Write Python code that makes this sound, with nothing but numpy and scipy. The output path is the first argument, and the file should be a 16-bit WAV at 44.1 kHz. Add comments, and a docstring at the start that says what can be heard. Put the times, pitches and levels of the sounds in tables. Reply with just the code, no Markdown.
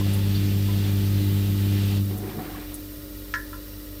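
"""In the narrow gap behind a washing machine, the drain pump hums at twice the mains rate over rushing water.
The pump cuts out, its hum rings down and the water gurgles back; a weaker hum, faint whines and hiss remain.
Blips, glugs and small ticks are scattered about; towards the end come a low thud and two knocks on a panel.
Hums and whines are sines, water is flickering noise with ringing bubbles, and the panel is a bank of
struck modes; echoes in the gap colour the rush and the hiss."""
import sys
import numpy as np
from scipy import signal
from scipy.fft import rfft, irfft
from scipy.io import wavfile
from scipy.ndimage import uniform_filter1d

SR = 44100
rng = np.random.default_rng(int(sys.argv[2]) if len(sys.argv) > 2 else 0)


def wav_record(signal):
    """Record a signal, one row per channel, as 16-bit PCM in the file named by sys.argv[1]."""
    frames = np.transpose(np.atleast_2d(signal))
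    bounded = np.clip(frames, -1, 1)
    # unit amplitude maps onto the largest positive 16-bit level
    quanta = np.round(bounded * 32767).astype(np.int16)
    wavfile.write(sys.argv[1], SR, quanta)


def gain_from_db(level_db):
    """Turn a decibel level (scalar or array-like) into a linear amplitude factor."""
    decades = np.asarray(level_db, float) / 20
    return 10 ** decades


N = 176400

# Harmonics of the pump hum: [multiple, level/dB, t60/s after cut-out, waver/dB]
PUMP_HARMONICS = [(1, -22, 1.09, 0.37), (2, -31, 1.5, 0.05), (3, -35.5, .25, 2.5), (4, -44, 0.22, 1.5),
                  (5, -72, .25, 4.5)]
# Harmonics of the hum that stays: [multiple, level/dB]
STANDING_HARMONICS = [(1, -53), (2, -54), (3, -42), (4, -56), (5, -64.5)]
# Steady tones: [f/Hz, level/dB]
STEADY_TONES = [(42.2, -60), (48.6, -42), (452, -61), (1227, -80), (1430, -66.5), (2396, -71), (3494, -67),
                (3865, -67), (5416, -82), (5556, -65.5)]
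# Tones in each round of the pulsing whine: [f/Hz, level/dB, delay/s, length/s]
WHINE_ROUND = [(1905, -59, 0.00086, 0.023), (2915, -57, 0.00039, 0.0076), (4860, -64, 0.0035, 0.034),
               (4250, -81, 0.021, 0.02), (4010, -61.5, 0.033, .026)]
# Course of the rush in the hoses, before its trim: [t/s, level/dB]
FLOW_COURSE = [(0.0, -38.5), (0.02, -45), (0.16, -42), (0.22, -45), (0.34, -44), (0.36, -41), (0.38, -44.5),
               (0.52, -44), (0.58, -45.5), (0.88, -42), (0.93, -45), (1.5, -45), (1.52, -47), (1.83, -43.5),
               (1.98, -44), (2.03, -57.5), (2.13, -50), (2.16, -55)]
# Spectrum of the rush: [f/Hz, relative level/dB]
RUSH_SPECTRUM = [(290, -10), (500, 0), (648, -11.5), (713, -2.5), (949, -11), (2370, -5), (3190, -2),
                 (4740, -6), (5820, -11.5), (11500, -18.5), (13000, -13)]
# Spectrum of the low rumble: [f/Hz, relative level/dB]
RUMBLE_SPECTRUM = [(30, -9), (60, -11), (85, -5), (125, -12.5), (157, 2.5), (185, -2), (220, -6),
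                   (245, -11.5), (300, -14), (358, -7), (380, -21.5), (450, -18)]
# Echoes between wall and cabinet, against the direct sound: [delay/s, gain]
GAP_ECHOES = [(.0011, .1), (.0027, -.17), (.0046, .2), (.0079, .18), (.0123, -.18), (.0187, .16),
              (.0271, -.14), (.0389, .12)]
# Spectrum of the rumbling room tone: [f/Hz, relative level/dB]
ROOM_SPECTRUM = [(22, -12), (33, 3), (45, 5), (60, 2), (75, 7), (130, -10.5), (240, -6), (330, -2),
                 (450, -15), (570, -4.5), (700, -21)]
# Spectrum of the bright hiss: [f/Hz, relative level/dB]
HISS_SPECTRUM = [(600, -4), (726, -9), (900, -11), (1270, -4.5), (1550, -10), (1930, -9.5), (2680, -11),
                 (4300, -7.5), (5500, -9.5), (6000, -11), (6900, -12.5), (9000, -9.5), (10300, -11.5),
                 (12000, -6), (12900, -5), (13600, 1.5), (14100, 0), (14600, -9), (15200, 0.5),
                 (15600, -10), (16500, -20)]
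# Course of the hiss, before its trim: [t/s, level/dB]
HISS_COURSE = [(0.0, -44.5), (1.31, -42.5), (1.75, -43), (2.34, -45), (4.0, -46)]
# Single blips, glugs and a low thud, each a ringing pitch: [t/s, level/dB, f/Hz, t60/s]
SINGLE_RINGS = [(0.012, -33, 1037, 0.081), (.355, -33.5, 4600, 0.061), (0.687, -36, 1006, 0.16),
                (2.105, -27.5, 388, 0.15), (2.226, -28.5, 390, 0.29), (2.275, -28, 390, .1),
                (2.368, -27.5, 219, 0.17), (2.39, -35.5, 745, 0.16), (2.48, -31, 320, 0.089),
                (2.548, -33.5, 1110, 0.054), (2.978, -38, 148, 0.12), (2.987, -48, 205, 0.1)]
# Ticks, before their trim, each with a puff of hiss: [t/s, level/dB, puff level/dB]
SMALL_TICKS = [(0.1361, -34, -41), (2.055, -40, -57), (2.175, -47, -43), (2.7422, -28.5, -40)]
# Course of the water running back, before its trim: [t/s, level/dB]
BACKWASH_COURSE = [(2.04, -58), (2.046, -66), (2.07, -56), (2.082, -63), (2.108, -44), (2.17, -46.5),
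                   (2.25, -43.5), (2.37, -46), (2.394, -38), (2.406, -41.5), (2.622, -48.5), (2.634, -58),
                   (2.8, -57)]
# Spectrum of the backwash ahead of the hose resonances: [f/Hz, relative level/dB]
BACKWASH_SPECTRUM = [(120, 4.5), (220, -8), (400, -8), (600, -9.5), (800, -13.5), (1200, -14), (2500, -24)]
# Hose resonances, before their trim: [f/Hz, width/Hz, relative level/dB]
HOSE_RESONANCES = [(227, 10, 7), (320, 42, 9), (390, 17, 4), (449, 23, 3.5), (728, 24, 10.5),
                   (573, 29, -13)]
# Course of the fine droplets, before their trim: [t/s, level/dB]
SPRAY_COURSE = [(2.2, -57.5), (2.3, -45.5), (2.386, -57), (2.392, -45.5), (2.602, -51.5), (2.612, -48.5),
                (2.674, -59), (2.712, -51), (2.78, -65)]
# Spectrum of the droplets: [f/Hz, relative level/dB]
SPRAY_SPECTRUM = [(700, -7), (1200, -2.5), (2000, -2), (3500, -4.5), (6000, -16)]
# Knocks, before the contact filter: [t/s, level/dB, contact sharpness as top f/Hz]
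PANEL_KNOCKS = [(3.3393, -24, 6900), (3.53, -32.5, 1360)]
# Panel modes, before each knock's own spread: [f/Hz, relative level/dB, t60/s]
PANEL_MODES = [(996, -3, .2), (1044, -3, .22), (1357, 0, .14), (1422, -3, .14), (1520, -9, .05),
               (1593, -9, .25), (1692, -2, .19), (1724, -2, .25), (1771, -13, .42), (1883, -5, .24),
               (2175, -12, .12), (2492, -20, .1), (5100, -24, .06), (5265, -17, .12)]

TIME = np.arange(N) / SR   # s
HUM_HZ, PUMP_OFF_S = 99.8, 2.004
HARMONIC_LAG_RAD = 1.4   # each multiple lags the one below
STANDING_RAD = -2.0   # phase of the standing hum against the pump's
BEAT_PEAK_S = 3.36   # phase reference of the hums, where the beat peaks
WHINE_ROUNDS_PER_S = 15.37


def rms_one(x):
    """Scale to rms 1."""
    return x / np.sqrt(np.mean(x ** 2) + 1e-20)


def curve(rows):
    """Level course in dB, straight between its points and silent outside its span."""
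    s, db = np.transpose(rows)
    return np.interp(TIME, s, db, left=-120, right=-120)


def drift(rate):
    """Smooth random motion with spread 1: white noise through two equal low-pass poles at rate Hz."""
    step = 40   # samples; the drift is drawn coarsely and joined by straight lines
    r = np.exp(-2 * np.pi * rate * step / SR)
    white = rng.standard_normal(N // step + 2002)
    slow = signal.lfilter([1], [1, -2 * r, r * r], white)[2000:]   # leave out the filter's start-up
    return np.interp(np.arange(N) / step, np.arange(len(slow)), rms_one(slow))


def decay_per_sample(t60):
    """Gain per sample that falls 60 dB in t60 seconds."""
    return gain_from_db(-60 / (t60 * SR))


def ring(clicks, hz, t60):
    """A two-pole resonator: a unit click sets a decaying sine of height 1 ringing."""
    r, w = decay_per_sample(t60), 2 * np.pi * hz / SR
    return signal.lfilter([0, np.sin(w)], [1, -2 * r * np.cos(w), r * r], clicks + 1e-18)


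def train(s, db):
    """Clicks of the given levels at the given times."""
    clicks = np.zeros(N)
    clicks[(np.atleast_1d(s) * SR).astype(int)] = gain_from_db(db)
    return clicks


def butter(x, order, edges, kind):
    """Butterworth filter with its edges in Hz."""
    return signal.sosfilt(signal.butter(order, edges, kind, fs=SR, output="sos"), x)


def colour(x, spectrum):
    """Shape the spectrum along the points, in straight lines over log frequency."""
    hz, db = np.transpose(spectrum)
    f = np.log(np.arange(N // 2 + 1) * SR / N + 1)
    return irfft(rfft(x) * gain_from_db(np.interp(f, np.log(hz), db, left=-90, right=-90)), N)


def patchy_noise(spectrum, patchy_db, rate):
    """Coloured noise whose roughly half-octave bands flicker partly together; rms 1."""
    hz = np.transpose(spectrum)[0]
    together = drift(rate / 3)
    edges = np.geomspace(hz[0], hz[-1], int(2 * np.log2(hz[-1] / hz[0])) + 2)
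    white = rng.standard_normal((2, N))
    out = 0
    for k, edge in enumerate(zip(edges, edges[1:])):
        band = butter(white[k % 2], 2, edge, "band")   # neighbours use separate noise
        out = out + band * gain_from_db(patchy_db * (0.25 * together + drift(rate)))
    return rms_one(colour(out, spectrum))


def bubbles(per_s, low_hz, high_hz, cycles, spectrum):
    """Random collapses of mixed size each ring a few cycles at one of 16 pitches; rms 1."""
    sizes = gain_from_db(3.0 * np.minimum(rng.exponential(1, N), 4))
    signs = rng.choice([-1, 1], N)
    clicks = sizes * signs * (rng.random(N) < per_s / SR)
    dealt = rng.integers(0, 16, N)
    pitches = np.geomspace(low_hz, high_hz, 16)
    rings = sum(ring(clicks * (dealt == k), hz, cycles / hz) for k, hz in enumerate(pitches))
    return rms_one(colour(rings, spectrum))


def gap(x):
    """A few echoes in the narrow space add to the direct sound; the taps keep unit energy."""
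    lag, gain = np.transpose(GAP_ECHOES)
    taps = np.zeros(int(.04 * SR))
    taps[0] = 1
    taps[(lag * SR).astype(int)] = gain
    return signal.fftconvolve(x, taps / np.sqrt(np.sum(taps ** 2)))[:N]


def resonate(x, hz, width):
    """A two-pole resonance with gain 1 on top and the given width in Hz."""
    r = np.exp(-np.pi * width / SR)
    poles = [1, -2 * r * np.cos(2 * np.pi * hz / SR), r * r]
    return signal.lfilter([(1 - r * r) / 2, 0, (r * r - 1) / 2], poles, x)


def sine(db, phase):
    """A sine of the given rms level."""
    return np.sqrt(2) * gain_from_db(db) * np.cos(phase)


def hum_phase(multiple):
    """Phase of one multiple of the hum, each lagging the one below."""
    turn = 2 * np.pi * HUM_HZ * (TIME - BEAT_PEAK_S)
    return multiple * turn - HARMONIC_LAG_RAD * (multiple - 1)


def pump_hum():
    """Wavering harmonics that each ring down at their own pace once the pump cuts out."""
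    after = np.maximum(TIME - PUMP_OFF_S, 0)
    out = 0
    for k, db, t60, waver in PUMP_HARMONICS:
        level = db - 60 * after / t60 + waver * drift(5.3)
        out = out + sine(level, hum_phase(k))
    return out


def standing_hum():
    """Weaker harmonics at the same pitch that carry on throughout, wavering slowly."""
    return sum(sine(db + 1.3 * drift(1.8), hum_phase(k) + STANDING_RAD) for k, db in STANDING_HARMONICS)


def beating_tone():
    """A tone just under the hum beats with it, ever more slowly as its pitch closes in."""
    beat_hz, slows_hz_per_s = 5.7, 1.6   # beat rate at its peak time, and how fast it falls
    u = TIME - BEAT_PEAK_S
    behind = 2 * np.pi * (beat_hz * u - slows_hz_per_s * u * u / 2)
    return sine(-48.5, hum_phase(1) + STANDING_RAD - behind)


def steady_tones():
    """Sines of fixed pitch whose levels waver slowly."""
    return sum(sine(db + 1.2 * drift(1.0), 2 * np.pi * (hz * TIME + rng.random())) for hz, db in STEADY_TONES)


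def warbling_tone():
    """A sine whose pitch rises fast and slides down more slowly, once in two rounds of the whine."""
    centre_hz, swing_hz, top_s = 557, 24, 3.385
    rise = .2   # share of each cycle spent rising
    cycle = np.pi * WHINE_ROUNDS_PER_S * (TIME - top_s) + 2 * np.pi * rise
    hz = centre_hz + swing_hz * signal.sawtooth(cycle, rise)
    return sine(-57 + 2.2 * drift(19.0), 2 * np.pi * np.cumsum(hz) / SR)


def whine():
    """Faint high tones switch softly on and off in a fixed round."""
    start_s = 3.668   # one round starts here and the others line up with it
    into = (TIME - start_s) % (1 / WHINE_ROUNDS_PER_S)
    out = 0
    for hz, db, delay, length in WHINE_ROUND:
        on = 1. * (into > delay) * (into < delay + length)
        out = out + uniform_filter1d(on, size=130) * sine(db, 2 * np.pi * hz * into)
    return out


def hose_rush():
    """Turbulent noise and a fizz of tiny bubbles follow the flow, heard through the gap's echoes."""
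    noise = patchy_noise(RUSH_SPECTRUM, patchy_db=1.07, rate=7.0)
    fizz = bubbles(1500, 573, 4450, 7.5, RUSH_SPECTRUM)
    return gain_from_db(curve(FLOW_COURSE) + 3) * gap(noise + gain_from_db(-7.5) * fizz)


def rumble():
    """Low flickering noise that dies away once the pump cuts out."""
    t60 = .7   # s
    after = np.maximum(TIME - PUMP_OFF_S, 0)
    return gain_from_db(-35.5 - 60 * after / t60) * patchy_noise(RUMBLE_SPECTRUM, patchy_db=1.0, rate=21.0)


def room_tone():
    """A quiet bed of low noise."""
    return gain_from_db(-47.5) * patchy_noise(ROOM_SPECTRUM, patchy_db=0.25, rate=4.9)


def hiss():
    """A nearly steady bright noise, heard through the gap's echoes."""
    noise = patchy_noise(HISS_SPECTRUM, patchy_db=0.48, rate=13.0)
    return gap(gain_from_db(curve(HISS_COURSE) + 0.5) * noise)


def single_rings():
    """Each blip, glug or thud is a decaying sine set off by a push half a cycle long."""
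    out = 0
    for s, db, hz, t60 in SINGLE_RINGS:
        push = 1.18 * uniform_filter1d(train(s, db), size=int(SR / hz / 2))
        out = out + ring(push, hz, t60)
    return out


def ticks():
    """Two tiny bright rings close in pitch, then a brief puff of hiss."""
    tick_hz, t60, puff_s = 9900, 0.017, 0.025   # puff_s is half the full swell
    s, db, puff_db = np.transpose(SMALL_TICKS)
    click = train(s, db - 1)
    rings = ring(click, tick_hz, t60) + ring(click, 0.99 * tick_hz, t60)
    swell = np.hanning(int(2 * puff_s * SR))[int(.7 * puff_s * SR):]   # starts partway up
    puff = signal.fftconvolve(train(s, puff_db), swell)[:N]
    noise = butter(rng.standard_normal(N), 2, [7500, 15500], "band")
    return rings + puff * rms_one(noise)


def backwash():
    """Water running back: noise and gurgling bubbles excite the resonances of the hoses."""
    noise = patchy_noise(BACKWASH_SPECTRUM, patchy_db=0.5, rate=25.0)
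    gurgles = bubbles(250, 159, 1500, 12.0, BACKWASH_SPECTRUM)
    water = noise + gain_from_db(-2) * gurgles
    hoses = sum(gain_from_db(db + 5) * resonate(water, hz, width) for hz, width, db in HOSE_RESONANCES)
    return gain_from_db(curve(BACKWASH_COURSE) + 6) * rms_one(water + hoses)


def spray():
    """Fine droplets over the backwash: flickering noise with many small, high bubble rings."""
    noise = patchy_noise(SPRAY_SPECTRUM, patchy_db=3.5, rate=12.0)
    droplets = bubbles(1000, 870, 5100, 15.0, SPRAY_SPECTRUM)
    return gain_from_db(curve(SPRAY_COURSE) - 1.5) * (noise + droplets)


def knocks():
    """Each knock strikes the panel's modes, a crack and a blurred ring through a contact of its own softness."""
    white = rng.standard_normal((2, N))
    crack = rms_one(butter(white[0], 2, [1900, 7500], "band"))
    blur = rms_one(butter(white[1], 3, [1250, 1950], "band"))
    out = 0
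    for s, db, sharp_hz in PANEL_KNOCKS:
        click = train(s, db)
        spread_db = rng.normal(0, 1, len(PANEL_MODES))   # no two strikes excite the modes alike
        body = sum(gain_from_db(g + e) * ring(click, hz, t60) for (hz, g, t60), e in zip(PANEL_MODES, spread_db))
        for noise, noise_db, t60 in (crack, -11.5, 0.12), (blur, -12, .3):
            fade = signal.lfilter([1], [1, -decay_per_sample(t60)], click + 1e-18)
            body = body + gain_from_db(noise_db) * noise * fade
        out = out + butter(body, 6, sharp_hz, "low")
    return butter(out, 6, 1230, "high")


def scene():
    """Sum of the machine, the water, the background and the small sounds, in one channel."""
    machine = pump_hum() + standing_hum() + beating_tone() + steady_tones() + warbling_tone() + whine()
    water = hose_rush() + rumble() + backwash() + spray()
    background = room_tone() + hiss()
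    small_sounds = single_rings() + ticks() + knocks()
    return (machine + water + background + small_sounds)[None]


def band_limit(x):
    """A steep low-pass at the top of the band."""
    return signal.sosfilt(signal.butter(12, 15660, fs=SR, output="sos"), x)


def record(dry):
    """Hands on the finished mix."""
    return band_limit(dry)


dry = scene()
out = record(dry)
wav_record(out)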